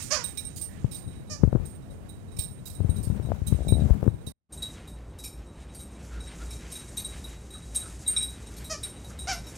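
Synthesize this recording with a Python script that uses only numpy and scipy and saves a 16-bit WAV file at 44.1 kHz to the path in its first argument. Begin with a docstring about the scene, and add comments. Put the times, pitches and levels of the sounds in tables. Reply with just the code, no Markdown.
"""Two dogs playing on carpet

Collar tags ring as decaying modes, a toy's reed pulses through a hollow shell, fur and paws rustle as grainy noise.
First, in stereo, the phone is held sideways with a finger over its left port: duller there, with decaying low knocks,
lumpy rubbing noise and creaks of kicked case resonances. After a near-silence the phone is upright and the sound mono.
Filtered noise is the ventilation in both parts; a noise tail is the furnished room."""
import sys
import numpy as np
from scipy import signal
from scipy.fft import rfft, irfft, next_fast_len
from scipy.io import wavfile
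from scipy.ndimage import uniform_filter1d

SR = 44100
rng = np.random.default_rng(int(sys.argv[2]) if len(sys.argv) > 2 else 0)


def linear_from_db(decibels):
    """Turn decibels (scalar or array-like) into linear amplitude factors; 0 gives 1."""
    return 10 ** (np.asarray(decibels, float) / 20)


def generate_wav(sig):
    """Save sig (samples, or channels by samples) to the path in sys.argv[1] as 16-bit PCM at SR."""
    pcm = np.round(np.clip(np.atleast_2d(sig).T, -1, 1) * 32767).astype(np.int16)
    wavfile.write(sys.argv[1], SR, pcm)


N = 422037
T = np.arange(N) / SR


def colour(x, points):
    """Filter by (f/Hz, gain/dB) points, interpolated over log frequency."""
    hz, db = np.transpose(points)
    n = next_fast_len(x.shape[-1])
    f = np.maximum(np.arange(n // 2 + 1) * SR / n, 1)
    gain = linear_from_db(np.interp(np.log(f), np.log(hz), db))
    return irfft(rfft(x, n) * gain, n)[..., :x.shape[-1]]


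def band(x, hz, width_hz):
    """Resonance with gain 1 at the centre."""
    return signal.lfilter(*signal.iirpeak(hz, hz / width_hz, fs=SR), x)


def unit(x):
    """Scale to rms 1."""
    return x / np.sqrt(np.mean(x ** 2))


def walk(rate_hz, length=N):
    """Random levels held 1 / rate_hz and slewed."""
    k = int(SR / rate_hz)
    steps = np.repeat(rng.standard_normal(length // k + 1), k)
    return uniform_filter1d(steps, k)[:length]


def add(out, s, x):
    """Mix x into out from time s."""
    i = int(s * SR)
    out[i:i + len(x)] += x[:len(out) - i]


def ring(hz, t60_s, length_s):
    """A decaying sine."""
    t = np.arange(int(length_s * SR)) / SR
    return np.sin(2 * np.pi * hz * t) * 1000. ** (-t / t60_s)


# modes of the tags, in groups high, low pair, mid: f/Hz, level/dB, t60/s
TAG_MODES = [
    [(7330, -26, .08), (7920, -20, .07), (8515, -2.5, .11), (8650, -12.5, .08), (8698, 0, .14),
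     (10640, -20, .07), (14160, -19, .12), (14600, -19, .1), (14770, -13, .1), (15230, -16, .07)],
    [(3765, -8, .07), (3857, 0, .095)],
    [(2325, -6, .06), (2500, -9, .05), (5440, 2, .075), (9375, -4, .09)],
]


def tag_modes(group_dbs, chance):
    """All modes at their groups' levels, shares and pitches shifted by chance; the ring takes a moment to build."""
    out = 0
    rows = [(hz, db + group_db, t60_s) for group, group_db in zip(TAG_MODES, group_dbs) for hz, db, t60_s in group]
    for (hz, db, t60_s), c in zip(rows, chance):
        out = out + linear_from_db(db + 2 * c) * ring(hz * (1 + .001 * c), t60_s, .4)
    build_s = 0.0036
    return out * np.clip(np.arange(len(out)) / SR / build_s, 0, 1)


def clatter(t):
    """Links knocking: a short swell of gritty noise through a broad band and eight random narrow ones."""
    swing = (1 - np.exp(-t / 0.006)) * np.exp(-t / 0.026)
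    grit = rng.standard_normal(len(t)) * linear_from_db(3 * walk(120, len(t)))
    # each link has its own short ring
    small = sum(band(grit, hz, 300) for hz in rng.uniform(4000, 12500, size=8))
    return swing * (0.8 * band(grit, 9400, 6500) + 0.8 * small)


# blows on the collar tags: t/s, high modes/dB, low pair/dB, mid modes/dB, clatter/dB
BLOWS = [(0.02, -35.5, -39, -56, -40.5), (0.2398, -24.5, -30.5, -59, -36), (0.3743, -30.5, -30, -38, -34.5),
         (0.4477, -31, -43, -48, -60), (0.5623, -37, -70, -64, -35), (0.614, -29, -47, -51, -34),
         (0.9132, -36.5, -42, -48, -39), (0.9455, -31.5, -35.5, -52, -39), (1.6543, -38, -55, -62, -45),
         (1.906, -56.5, -72, -76, -58), (2.089, -46, -49, -68, -54), (2.317, -53, -54, -64, -58),
         (2.366, -44, -50, -46.5, -46), (2.3888, -20.5, -28, -36.5, -31.5), (2.6581, -44, -36.5, -59, -37),
         (2.6992, -47, -44, -63, -42.5), (2.748, -41, -48, -60, -51), (2.8944, -41, -46.5, -64, -52),
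         (2.961, -41.5, -46, -67, -44), (3.03, -37.5, -64, -58, -39), (3.4681, -31.5, -41, -62, -36),
         (3.682, -27.5, -27.5, -40, -42), (4.2673, -42, -32.5, -62, -40), (4.5236, -37, -45, -54, -42.5),
         (4.574, -40, -41.5, -61, -50), (4.6216, -40, -28, -54, -37.5), (4.8755, -49.5, -42, -65, -48.5),
         (5.1883, -45, -41.5, -56, -40.5), (5.2386, -43, -37, -37.5, -35), (5.7487, -40.5, -57, -63, -44),
         (5.7932, -41.5, -45, -67, -44.5), (6.203, -44, -41.5, -50.5, -57), (6.272, -46.5, -46, -53, -65),
         (6.506, -48, -50, -45, -39.5), (6.529, -52, -37, -48.5, -57), (6.7192, -37.5, -44.5, -55, -39),
         (6.753, -37.5, -33, -45, -40), (6.9717, -29.5, -28.5, -46, -31.5),
         (7.0456, -30, -32.5, -50.5, -41), (7.242, -47.5, -36, -57, -43.5), (7.504, -47, -44.5, -64, -51),
         (7.535, -40, -39, -68, -52), (7.7492, -33, -40, -55, -29), (7.7573, -18.5, -31.5, -49, -54),
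         (8.0628, -38, -31, -58, -50), (8.0761, -18, -27, -52, -33), (8.1637, -27, -17, -35, -35),
         (8.176, -20, -24, -35.5, -52), (8.2264, -27, -19, -58, -37), (8.3049, -57, -47, -59, -50),
         (8.467, -44.5, -50, -64, -55), (8.5674, -54, -52, -58, -42.5), (8.6445, -43, -41, -53, -38.5),
         (8.8326, -28.5, -27.5, -40, -35.5), (9.045, -57, -42.5, -63, -47.5), (9.189, -35.5, -34, -50, -44),
         (9.328, -46, -39.5, -44, -39), (9.4672, -66, -45, -47, -46)]
# faint touches between blows: level/dB of high, low pair, mid
IDLE_LEVELS = (-68, -66, -77.5)


def tags():
    """A blow is a short rattle of touches over a clatter of links; between blows the tags brush faintly."""
    count = sum(map(len, TAG_MODES))
    idle = linear_from_db(6.0 * walk(6)) * rng.standard_normal(N) * (rng.random(N) < 60 / SR)
    out = signal.fftconvolve(idle, tag_modes(IDLE_LEVELS, np.zeros(count)))[:N]
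    luck = rng.standard_normal((len(BLOWS), count))
    t = np.arange(int(.2 * SR)) / SR
    gaps_s = np.diff(np.transpose(BLOWS)[0], append=N / SR)
    for (s, high_db, low_db, mid_db, clatter_db), chance, gap_s in zip(BLOWS, luck, gaps_s):
        sparse = rng.standard_normal(len(t)) * (rng.random(len(t)) < 120 / SR)
        touches = 0.35 * np.exp(-t / 0.05) * sparse
        touches[0] = 1
        touches = touches / np.sqrt(np.sum(touches ** 2))
        blow = signal.fftconvolve(touches, tag_modes((high_db, low_db, mid_db), chance))
        blow_t = np.arange(len(blow)) / SR
        # the next blow presses the tags together and stills most of this ring
        stilled = np.interp(blow_t, [gap_s, gap_s + .004], [1, .18])
        # the tags swing about
        turning = linear_from_db(3.5 * walk(55, len(blow)) * np.clip(blow_t / .02, 0, 1))
        add(out, s, blow * stilled * turning)
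        add(out, s - .004, linear_from_db(clatter_db) * clatter(t))
        tick = np.diff(rng.standard_normal(len(t)), prepend=0) * np.exp(-t / 0.00078)
        add(out, s, linear_from_db(clatter_db - 1) * tick)
    return out


# squeezes: t/s, hold/s, top f/Hz, level/dB, shell gain above 4 kHz/dB
SQUEEZES = [(0.105, 0.019, 623, -24.5, 5), (.152, 0.031, 502.5, -35, -3.5), (1.297, 0.012, 608.6, -40, 11),
            (8.697, 0.0053, 638.6, -30.5, 5.5), (9.271, 0.025, 783, -25, -1)]
# pitch jitter of each squeeze, rms share of f
JITTER = (.055, .03, .003, .005, .022)
# shell response: f/Hz, gain/dB
SHELL = [(300, -10), (650, 6), (1400, 2), (2400, -3), (3100, -8), (3800, -11), (4700, -3), (5500, 0),
         (6800, -3), (8000, -14), (11000, -20), (14000, -38)]


def toy():
    """The reed snaps shut once a cycle; pulses and a puff of hiss ring the hollow shell."""
    squeeze_s, release_s = .022, .04
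    onset_db, half_open_db, release_db = -11.5, -2, -14.5
    full_squeeze_db, rise, sag = -25, .12, .12  # rise, sag: pitch shares at full squeeze
    out = np.zeros(N)
    for (s, hold_s, top_hz, db, bright_db), jitter in zip(SQUEEZES, JITTER):
        held_s = squeeze_s + hold_s
        end_s = held_s + release_s
        force = linear_from_db(db - full_squeeze_db)
        t = np.arange(0, end_s, 1 / SR)
        pitch_t = [0, squeeze_s, (squeeze_s + held_s) / 2, held_s + release_s / 2]
        hz = top_hz * np.interp(t, pitch_t, [1 - rise * force ** 2, 1, 1, 1 - sag * np.sqrt(force)])
        shape_db = np.interp(t, [0, squeeze_s / 2, squeeze_s, held_s, end_s],
                             [onset_db, half_open_db, 0, 0, release_db])
        # a reed that flutters leaks more air
        hiss_db = 17 + 12 * np.log10(jitter)
        wobble = unit(uniform_filter1d(rng.standard_normal(len(t)), size=60))
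        phase = 2 * np.pi * np.cumsum(hz * (1 + jitter * wobble)) / SR
        reed = unit(sum(np.cos(k * phase) for k in range(1, 21)))
        hiss = band(rng.standard_normal(len(t)), 4900, 4900) * (1 + np.cos(phase))
        response = [(f, g + bright_db * (f > 4000)) for f, g in SHELL]
        add(out, s, linear_from_db(db + shape_db) * colour(reed + linear_from_db(hiss_db) * hiss, response))
    return out


# fur and paws rubbing the carpet: t/s, dull band level/dB
SHUFFLE = [(0.0, -49.5), (0.36, -61), (1.97, -72), (2.48, -70), (3.86, -59), (4.16, -73.5), (4.5, -67),
           (4.71, -60), (5.13, -68.5), (6.15, -59.5), (6.76, -56.5), (7.46, -60.5), (8.14, -57),
           (9.22, -61), (9.57, -55)]


def rustle():
    """Grainy rubbing of fur and pile, a duller and a brighter band."""
    shuffle_db = np.interp(T, *np.transpose(SHUFFLE))
    # the bright band grows faster than the dull one
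    swish_db = -57.5 + 1.58 * (shuffle_db + 58.5)
    out = 0
    for db, hz, width_hz in [(shuffle_db, 1800, 2770), (swish_db, 7000, 4900)]:
        grains = rng.standard_normal(N) * linear_from_db(3.66 * walk(25) + 1.9 * walk(400))
        out = out + linear_from_db(db) * unit(band(band(grains, hz, width_hz), hz, width_hz))
    return out


# soft hollow scuffs: t/s, length/s, centre f/Hz, level/dB
SCUFF_EVENTS = [(0.663, 0.14, 1840, -58.5), (5.468, 0.073, 1150, -62.5), (6.069, 0.18, 1440, -56),
                (6.385, 0.064, 1360, -52.5), (7.536, 0.043, 1290, -55), (7.816, 0.07, 1360, -52),
                (8.13, 0.083, 1350, -54.5), (9.09, 0.034, 1400, -52.5)]


def scuffs():
    """Short swells of noise in a narrow hollow band."""
    width_hz = 240
    out = np.zeros(N)
    for s, length_s, hz, db in SCUFF_EVENTS:
        noise = rng.standard_normal(int(length_s * SR))
        noise = band(band(noise, hz, width_hz), hz, width_hz)
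        add(out, s, linear_from_db(db) * unit(noise) * np.sqrt(np.hanning(len(noise))))
    return out


def room(x):
    """Direct sound and a noise tail, unrelated at the two ports; its treble fades slightly slower."""
    low_t60_s, high_t60_s, tail_db = .25, 1.15 * .25, -6
    t = np.arange(int(.6 * SR)) / SR
    noise = rng.standard_normal((2, len(t))) * (t > .004)
    low = signal.lfilter([.3], [1, -.7], noise)
    tail = low * 1000. ** (-t / low_t60_s) + (noise - low) * 1000. ** (-t / high_t60_s)
    tail = linear_from_db(tail_db) * tail / np.sqrt(np.sum(tail[0] ** 2))
    return x + signal.fftconvolve(x[None], tail, axes=1)[:, :N]


# finger knocks on the covered port: t/s, thud level/dB, pocket f/Hz, snap level/dB
PORT_KNOCKS = [(0.843, -10.5, 119, -21), (1.433, -1, 163, -0.8), (1.446, -10.5, 70.5, -20),
               (1.474, -10.5, 98, -28), (1.526, -15, 144, -13.5), (1.549, -7.5, 220, -37),
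               (1.555, -11, 106, -12), (1.569, -21, 51.1, -25), (1.597, -20, 59.5, -26),
               (2.387, -22.5, 80, -48), (2.802, -13, 80.7, -24.5), (2.845, -11.5, 98, -30),
               (2.891, -10.5, 73, -40), (3.07, -15, 104, -34), (3.099, -12, 92, -45),
               (3.196, -19.5, 104, -21), (3.247, -20.5, 107, -44), (3.316, -15, 94.5, -12),
               (3.416, -15.5, 79.5, -58), (3.522, -6.5, 111, -15.5), (3.544, -12, 74.4, -34),
               (3.721, -3.5, 94, -10), (3.818, -10.5, 107, -26), (3.856, -21, 102, -25),
               (3.897, -25, 51.1, -24.5), (3.904, -3, 59, -17), (4.026, -16, 137, -14.5),
               (4.063, -12, 248, -24), (4.076, -5.5, 106.5, -7.5), (4.139, -24.5, 110, -34),
               (4.271, -26, 91, -30)]


def knocks():
    """The air pocket under the finger is sucked, then squeezed: a soft low ring and a snap."""
    thuds, snaps = np.zeros(N), np.zeros(N)
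    for s, db, hz, snap_db in PORT_KNOCKS:
        thud = linear_from_db(db) * ring(hz, 4.5 / hz, .2)
        add(thuds, s, -.25 * thud[:int(.25 * SR / hz)])
        add(thuds, s + 0.0025, thud)
        # a hard snap is brighter
        snap_hz = 374 * linear_from_db(1.5 * np.clip(snap_db - db, 0, 6))
        add(snaps, s + 0.00291, linear_from_db(snap_db) * ring(snap_hz, 0.0077, .02))
    soft = colour(thuds, [(400, 6), (1500, -7.5), (4000, -44)])
    return soft + colour(snaps, [(1500, 5.0), (3000, -18.5), (6000, -34.0)])


# finger sliding on the port: t/s, length/s, rumble level/dB, scrape level/dB
SLIDES = [(0.69, 0.46, -38.5, -73), (1.41, 0.27, -30.5, -49.5), (2.31, 0.22, -37.5, -68),
          (2.78, 0.42, -26.5, -50.5), (3.118, 0.28, -33, -46), (3.466, 0.66, -27.5, -52.5),
          (3.86, 0.1, -25, -38.5), (3.999, 0.09, -23, -40.5), (4.1, 0.33, -40.5, -59.5)]


def rub():
    """Skin sliding on the port pumps lumpy low noise into it, over a fainter scrape."""
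    rest_db, edge_s = (-43, -70), 0.076  # rumble and scrape of the resting finger
    gains = linear_from_db(np.array(rest_db))[:, None] * np.ones(N)
    for s, length_s, *dbs in SLIDES:
        moving = np.clip(np.minimum(T - s, s + length_s - T) / edge_s + .5, 0, 1)
        gains = np.maximum(gains, linear_from_db(np.array(dbs))[:, None] * moving)
    lumps = linear_from_db(4.5 * walk(30))
    low = colour(rng.standard_normal(N), [(30, -15), (80, 0), (200, -8), (500, -35), (2000, -70)])
    rumble = unit(lumps * low)
    grain = linear_from_db(3.0 * walk(150))
    mid = colour(rng.standard_normal(N), [(120, -23), (250, -11.5), (400, 5.5), (1000, -7), (4000, -29.0)])
    return gains[0] * rumble + gains[1] * unit(grain * mid)


# finger sticking and slipping: t/s, length/s, slip rate/Hz, level/dB
STICK_SLIPS = [(1.842, 0.24, 48, -41.5), (3.256, 0.075, 65, -23.5), (3.576, 0.063, 69, -22.5),
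               (3.631, 0.094, 54, -23), (3.727, .13, 69.5, -22.5)]
# case resonances: f/Hz, width/Hz, relative level/dB
CASE_MODES = [(66, 30, 0), (560, 260, -12)]


def creaks():
    """Each slip is a kick that rings the case; slips swell, fade and slow down at the end."""
    edge_s, edge_db, slowing_share, uneven_share = 0.0383, -9, 0.212, .1
    kicks = np.zeros(N)
    for s, length_s, rate_hz, db in STICK_SLIPS:
        t = np.arange(0, length_s, 1 / SR)
        edge = np.clip(1 - np.minimum(t, length_s - t) / edge_s, 0, 1)
        slowing = slowing_share * edge * (t > length_s / 2)
        slip_hz = rate_hz * (1 - slowing + uneven_share * walk(59.5, len(t)))
        slips = np.floor(np.cumsum(slip_hz) / SR)
        add(kicks, s, -linear_from_db(db + edge_db * edge) * np.diff(slips, prepend=0))
    rings = sum(SR / width_hz * linear_from_db(db - 8) * band(kicks, hz, width_hz) for hz, width_hz, db in CASE_MODES)
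    return colour(rings, [(700, 0), (1100, -25), (3000, -60)])


# effect of the finger on the left port: f/Hz, gain/dB
COVER_GAIN = [(60, 1), (400, -12.5), (700, -13.5), (1300, -19.5), (2400, -24), (4400, -27.5), (8100, -38.5),
              (15000, -28)]


def covered(x):
    """The finger over the port dulls what passes."""
    return colour(x, COVER_GAIN)


# ventilation spectrum, phone sideways: f/Hz, relative density/dB
SIDEWAYS_SPECTRUM = [(18, -55), (30, -6.5), (81, 1.5), (649, -17.5), (937, -23.5), (3980, -40.5),
                     (5900, -41.5), (8740, -38.5), (16000, -48.5)]
# same, phone upright: f/Hz, relative density/dB
UPRIGHT_SPECTRUM = [(25, -7.5), (45, -12.5), (57, 8.5), (75, -6), (140, -10), (400, -19.5), (1000, -30),
                    (3000, -47), (7000, -57), (14000, -59)]


def air(points, db, count):
    """Steady ventilation noise that swells slightly, in count unrelated channels."""
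    return linear_from_db(db + 0.82 * walk(2.863)) * unit(colour(rng.standard_normal((count, N)), points))


def scene():
    """Stereo with the left port covered, a near-silence, then mono."""
    stop_s, stop_fade_s, restart_s, restart_fade_s = 4.322, 0.0028, 4.49, 0.049
    finger_leak_db, creak_leak_db, mono_top_hz = -26, -15.0, 13850
    dogs = room(tags() + toy() + rustle() + scuffs())
    sideways = linear_from_db(3.0) * dogs + air(SIDEWAYS_SPECTRUM, -42.5, count=2)
    sideways[0] = covered(sideways[0])
    finger = knocks() + rub()
    creak = creaks()
    # slips shake the whole case, so the far port hears more of them
    sideways += np.array([finger + creak, linear_from_db(finger_leak_db) * finger + linear_from_db(creak_leak_db) * creak])
    upright = dogs[1] + air(UPRIGHT_SPECTRUM, -40.5, count=1)[0]
    lowpass = signal.ellip(12, .5, 80, mono_top_hz, fs=SR, output="sos")
    upright = signal.sosfilt(lowpass, upright)
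    first = np.clip((stop_s - T) / stop_fade_s, .005, 1) * (T < restart_s)
    second = np.clip((T - restart_s) / restart_fade_s, 0, 1)
    return sideways * first + upright * second


def top_cut(x):
    """Nothing passes above the cut-off."""
    return signal.sosfilt(signal.butter(12, 15900, fs=SR, output="sos"), x)


def record(dry):
    """The microphone drops the deepest bass, the converter tops out softly."""
    thin = signal.sosfilt(signal.butter(2, 40, "high", fs=SR, output="sos"), dry)
    return top_cut(np.tanh(thin))


dry = scene()
out = record(dry)
generate_wav(out)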